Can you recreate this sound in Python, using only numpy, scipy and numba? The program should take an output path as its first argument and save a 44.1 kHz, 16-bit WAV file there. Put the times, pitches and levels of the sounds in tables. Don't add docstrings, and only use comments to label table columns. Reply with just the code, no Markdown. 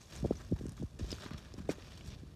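import sys
import numpy as np
from scipy import signal
from scipy.fft import rfft, irfft
from scipy.io import wavfile
from scipy.ndimage import uniform_filter1d
from numba import njit

SR = 44100
rng = np.random.default_rng(int(sys.argv[2]) if len(sys.argv) > 2 else 0)


def bounce(signal):
    frames = np.transpose(np.atleast_2d(signal))
    limited = np.clip(frames, -1, 1)
    pcm = np.round(limited * 32767).astype(np.int16)
    wavfile.write(sys.argv[1], SR, pcm)


N = 103635
T = np.arange(N) / SR
FREQS = np.maximum(np.fft.rfftfreq(N, 1 / SR), 1)
TOP_HZ = 14400

# (frequency [Hz], gain [dB])
STONE_COLOUR = [(250, 19), (600, 12), (1000, 8), (1330, 8.5), (1900, 6.5), (2700, -0.5), (3800, 0),
                (5500, -8.5), (7500, -24.5), (9300, -31), (10800, -36.5), (14500, -35.5)]


def undb(db):
    return 10 ** (np.asarray(db) / 20)


def unit(x):
    return x / np.sqrt(np.mean(x ** 2))


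def colour(x, points):
    hz, db = np.array(points).T
    gain = undb(np.interp(np.log(FREQS), np.log(hz), db))
    return unit(irfft(rfft(x) * gain, N))


def add(out, start_s, x):
    i = max(int(start_s * SR), 0)
    out[i:i + len(x)] += x[:max(N - i, 0)]


def crunch():
    # (peak time [s], rise [s], decay [s], stones [dB], gravel [dB], grit [dB])
    shifts = [(.015, 0.011, 0.16, -64.5, -66.5, -66), (.128, 0.016, 0.05, -55.5, -61, -85),
              (.158, 0.033, 0.067, -53.5, -59, -59), (.28, 0.11, 0.58, -61.5, -66.5, -68),
              (0.41, 0.0075, 0.012, -48.5, -67, -63), (.65, 0.071, 0.087, -61.5, -78, -71),
              (0.778, 0.012, 0.046, -62.5, -65.5, -67), (0.994, 0.0033, 0.097, -56, -59, -63.5),
              (1.119, 0.035, 0.13, -54.5, -57.5, -60), (1.12, 0.01, 0.0037, -69, -51.5, -56),
              (1.241, 0.026, 0.036, -49, -55.5, -62.5), (1.336, 0.023, 0.027, -52, -59, -86),
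              (1.383, 0.0047, 0.013, -52.5, -58, -61), (1.45, 0.067, 0.17, -60.5, -65.5, -73.5),
              (1.582, 0.011, 0.058, -57.5, -67.5, -69.5), (1.694, 0.0032, 0.029, -44, -55, -54.5),
              (1.716, 0.013, 0.014, -48, -54.5, -54), (1.84, 0.14, 0.33, -59.5, -69.5, -72.5),
              (1.97, 0.16, 0.27, -69, -64, -72), (2.085, 0.026, 0.035, -62.5, -69, -62),
              (2.137, 0.047, 0.017, -60, -59, -86.5)]
    stones_top_hz, gravel_top_hz = 2210, 6790
    loose_db = -10
    dead = contacts(per_s=4000, cycles=1.24, spread_db=0.5, top_hz=TOP_HZ, count=4)
    loose = contacts(per_s=1100, cycles=15, spread_db=2.5, top_hz=7500, count=2)
    stream = bed(dead + undb(loose_db) * loose)
    bands = [(stones_top_hz, "low"), ([stones_top_hz, gravel_top_hz], "band"), (gravel_top_hz, "high")]
    out = 0
    for k, (edges, kind) in enumerate(bands):
        band_filter = signal.butter(4, edges, kind, fs=SR, output="sos")
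        grains = signal.sosfiltfilt(band_filter, stream)
        grains = grains / np.sqrt(uniform_filter1d(grains ** 2, size=1500))
        power = 0
        for peak_s, rise_s, decay_s, *db in shifts:
            before_s, after_s = np.minimum(T - peak_s, 0), np.maximum(T - peak_s, 0)
            swell = np.exp(-(before_s / rise_s) ** 2 / 2 - after_s / decay_s)
            power = power + (undb(db[k]) * swell) ** 2
        out = out + grains * np.sqrt(power)
    return out


def contacts(per_s, cycles, spread_db, top_hz, count):
    size = per_s * N // SR
    starts = np.repeat(rng.uniform(0, N, size), count)
    excess_db = spread_db * np.minimum(rng.exponential(size=size), 4)
    strength = np.repeat(undb(excess_db), count)
    hz = 400 * (top_hz / 400) ** rng.random(size * count)
    sizes = strength * hz ** 1.5 * rng.uniform(-1, 1, size * count)
    return colour(rings(starts, hz, sizes, float(cycles)), STONE_COLOUR)


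@njit
def rings(starts, hz, sizes, cycles):
    out = np.zeros(N)
    for k in range(len(hz)):
        z = sizes[k] + 0j
        step = np.exp((2j * np.pi - 1 / cycles) * hz[k] / SR)
        stop = min(N, int(starts[k] + 6 * cycles * SR / hz[k]))
        for i in range(int(starts[k]), stop):
            z *= step
            out[i] += z.imag
    return out


def bed(x):
    ripple_db, spacing_hz = 2.5, 69.72
    ripple = np.interp(FREQS / spacing_hz, np.arange(1024), rng.standard_normal(1024))
    return irfft(rfft(x) * undb(ripple_db * ripple), N)


def jerks():
    jerks_per_s, jerk_db = 220, 2.0
    spurt = np.cumsum(rng.random(N) < jerks_per_s / SR)
    strength = undb(jerk_db * np.clip(rng.standard_normal(N), -2, 2))
    return unit(uniform_filter1d(strength[spurt], size=32))


def thumps():
    # (time [s], starting pitch [Hz], level [dB])
    blows = [(0.2265, 390, -28.5), (0.2418, 923, -32.5), (0.2443, 272, -31), (0.247, 905, -24),
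             (0.2557, 830, -25.5), (0.3077, 820, -17.5), (0.5112, 365, -28.5), (0.5213, 615, -21),
             (0.524, 239, -25.5), (.609, 710, -35), (.635, 435, -34), (.654, 590, -31.5), (.680, 422, -35),
             (.714, 380, -41.5), (0.797, 453, -36), (0.81, 360, -33), (0.823, 943, -37), (.830, 586, -31.5),
             (0.833, 201, -34), (.994, 765, -37), (1.008, 460, -33), (1.0174, 174, -31.5),
             (1.042, 750, -38.5), (1.125, 760, -32.5), (1.258, 605, -37.5), (1.31, 560, -36.5),
             (1.339, 360, -40), (1.539, 770, -42), (1.578, 487, -37), (1.599, 454, -37.5),
             (1.6906, 950, -20), (1.6991, 644, -28.5), (1.782, 845, -43), (2.072, 178, -41.5),
             (2.231, 590, -42.5)]
    rise_cycles, swell_power = 2.95, 3.1
    sag, sag_cycles = 0.865, 2.9
    scuff_gain = 0.16
    out, t = np.zeros(N), T[:SR // 8]
    for start_s, hz, db in blows:
        age = t * hz / rise_cycles
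        swell = age * np.exp(1 - age)
        pitch_hz = hz * (1 - sag * (1 - np.exp(-t * hz / sag_cycles)))
        tone = np.sin(2 * np.pi * np.cumsum(pitch_hz) / SR)
        scuff_filter = signal.butter(3, [hz / 10, hz / 2], "band", fs=SR, output="sos")
        scuff = unit(signal.sosfilt(scuff_filter, rng.standard_normal(len(t))))
        blow = swell ** swell_power * tone + scuff_gain * swell ** 2 * scuff
        add(out, start_s, undb(db) * blow)
    return out


def clacks(size=1024):
    # (time [s], centre [Hz], level [dB])
    knocks = [(0.162, 7350, -43), (0.322, 1070, -48), (.355, 5070, -50), (0.562, 890, -52.5),
              (0.588, 2700, -54.5), (0.6657, 7500, -47.5), (0.6936, 7400, -47), (0.7206, 8700, -52),
              (0.778, 1080, -54), (0.828, 5970, -53), (0.991, 7200, -53), (1.1164, 5500, -38.5),
              (1.128, 3600, -41), (1.184, 1520, -51), (1.211, 3680, -54), (1.222, 3870, -43.5),
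              (1.235, 1410, -48.5), (1.254, 4000, -47.5), (1.262, 1270, -42.5), (1.284, 1370, -48.5),
              (1.308, 1230, -47), (1.335, 3860, -48.5), (1.342, 1310, -50), (1.38, 3280, -51),
              (1.539, 5500, -47.5), (1.823, 3000, -52), (1.847, 2420, -57), (1.921, 2900, -50),
              (1.976, 6060, -59), (2.010, 2540, -51), (2.142, 3500, -58)]
    width_oct, decay_at_3khz_s = 0.36, 0.003
    grit_db = -5.5
    out, t = np.zeros(N), T[:size]
    freqs = np.maximum(np.fft.rfftfreq(size, 1 / SR), 1)
    grit = unit(undb(np.interp(freqs, *np.array(STONE_COLOUR).T)) * np.sqrt(freqs))
    for start_s, hz, db in knocks:
        band = 1 / (1 + (np.log2(freqs / hz) / width_oct) ** 2)
        band = band / np.sqrt(1 + (freqs / 10000) ** 12)
        spectrum = np.hypot(unit(band), undb(grit_db) * grit)
        crack = unit(irfft(rfft(rng.standard_normal(size)) * spectrum))
        decay_s = decay_at_3khz_s * np.sqrt(3000 / hz)
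        add(out, start_s, undb(db) * crack * np.exp(-t / decay_s))
    return out


def clinks():
    # (time [s], pitch [Hz], level [dB])
    knocks = [(.368, 5980, -44), (1.106, 5140, -40), (1.1164, 5140, -32), (1.129, 4695, -39),
              (1.694, 2167, -40), (1.695, 2460, -38)]
    # (ratio to its pitch [1], level [dB])
    modes = [(0.71, -13), (0.997, 0.5), (1.1, -15), (1.33, -23)]
    t60_s, rise_s = 0.028, 0.0012
    out, t = np.zeros(N), T[:SR // 8]
    envelope = (1 - np.exp(-t / rise_s)) * np.exp(-np.log(1000) * t / t60_s)
    for start_s, hz, db in knocks:
        ring = sum(undb(mode_db) * np.sin(2 * np.pi * hz * ratio * t) for ratio, mode_db in modes)
        add(out, start_s, undb(db) * ring * envelope)
    return out


def air():
    # (frequency [Hz], gain [dB])
    wind_colour = [(20, -20), (35, -8), (58, 2), (90, -1.5), (140, -6), (250, -15.5), (450, -24.5),
                   (900, -39), (5000, -84)]
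    # (time [s], level [dB])
    breeze = [(0, -62), (.13, -57), (.2, -43), (.33, -42), (.4, -52.5), (.48, -48.5), (.67, -46),
              (.76, -53), (.83, -45), (.89, -61.5), (.94, -51), (1.14, -44.5), (1.22, -56.5), (1.35, -47),
              (1.44, -55.5), (1.64, -46.5), (1.8, -55.5), (2.13, -48.5), (2.35, -53.5)]
    # (frequency [Hz], gain [dB])
    shore_colour = [(100, -5.5), (500, -5.5), (1000, -9), (2500, -18.5), (5500, -23.5), (8000, -23),
                    (10500, -23), (14000, -31)]
    shore_db = -70
    rumble = colour(rng.standard_normal(N), wind_colour)
    rumble = rumble / np.sqrt(uniform_filter1d(rumble ** 2, size=3000))
    gusts = rumble * undb(np.interp(T, *np.array(breeze).T))
    hiss = undb(shore_db) * colour(rng.standard_normal(N), shore_colour)
    return gusts + hiss


def scene():
    mono = crunch() * jerks() + thumps() + clacks() + clinks() + air()
    return np.array([mono, mono])


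def record(dry):
    low_cut_hz = 33
    lean = irfft(rfft(dry) / np.sqrt(1 + (low_cut_hz / FREQS) ** 10), N)
    top_cut = signal.ellip(10, .2, 70, TOP_HZ, fs=SR, output="sos")
    return signal.sosfilt(top_cut, lean)


dry = scene()
out = record(dry)
bounce(out)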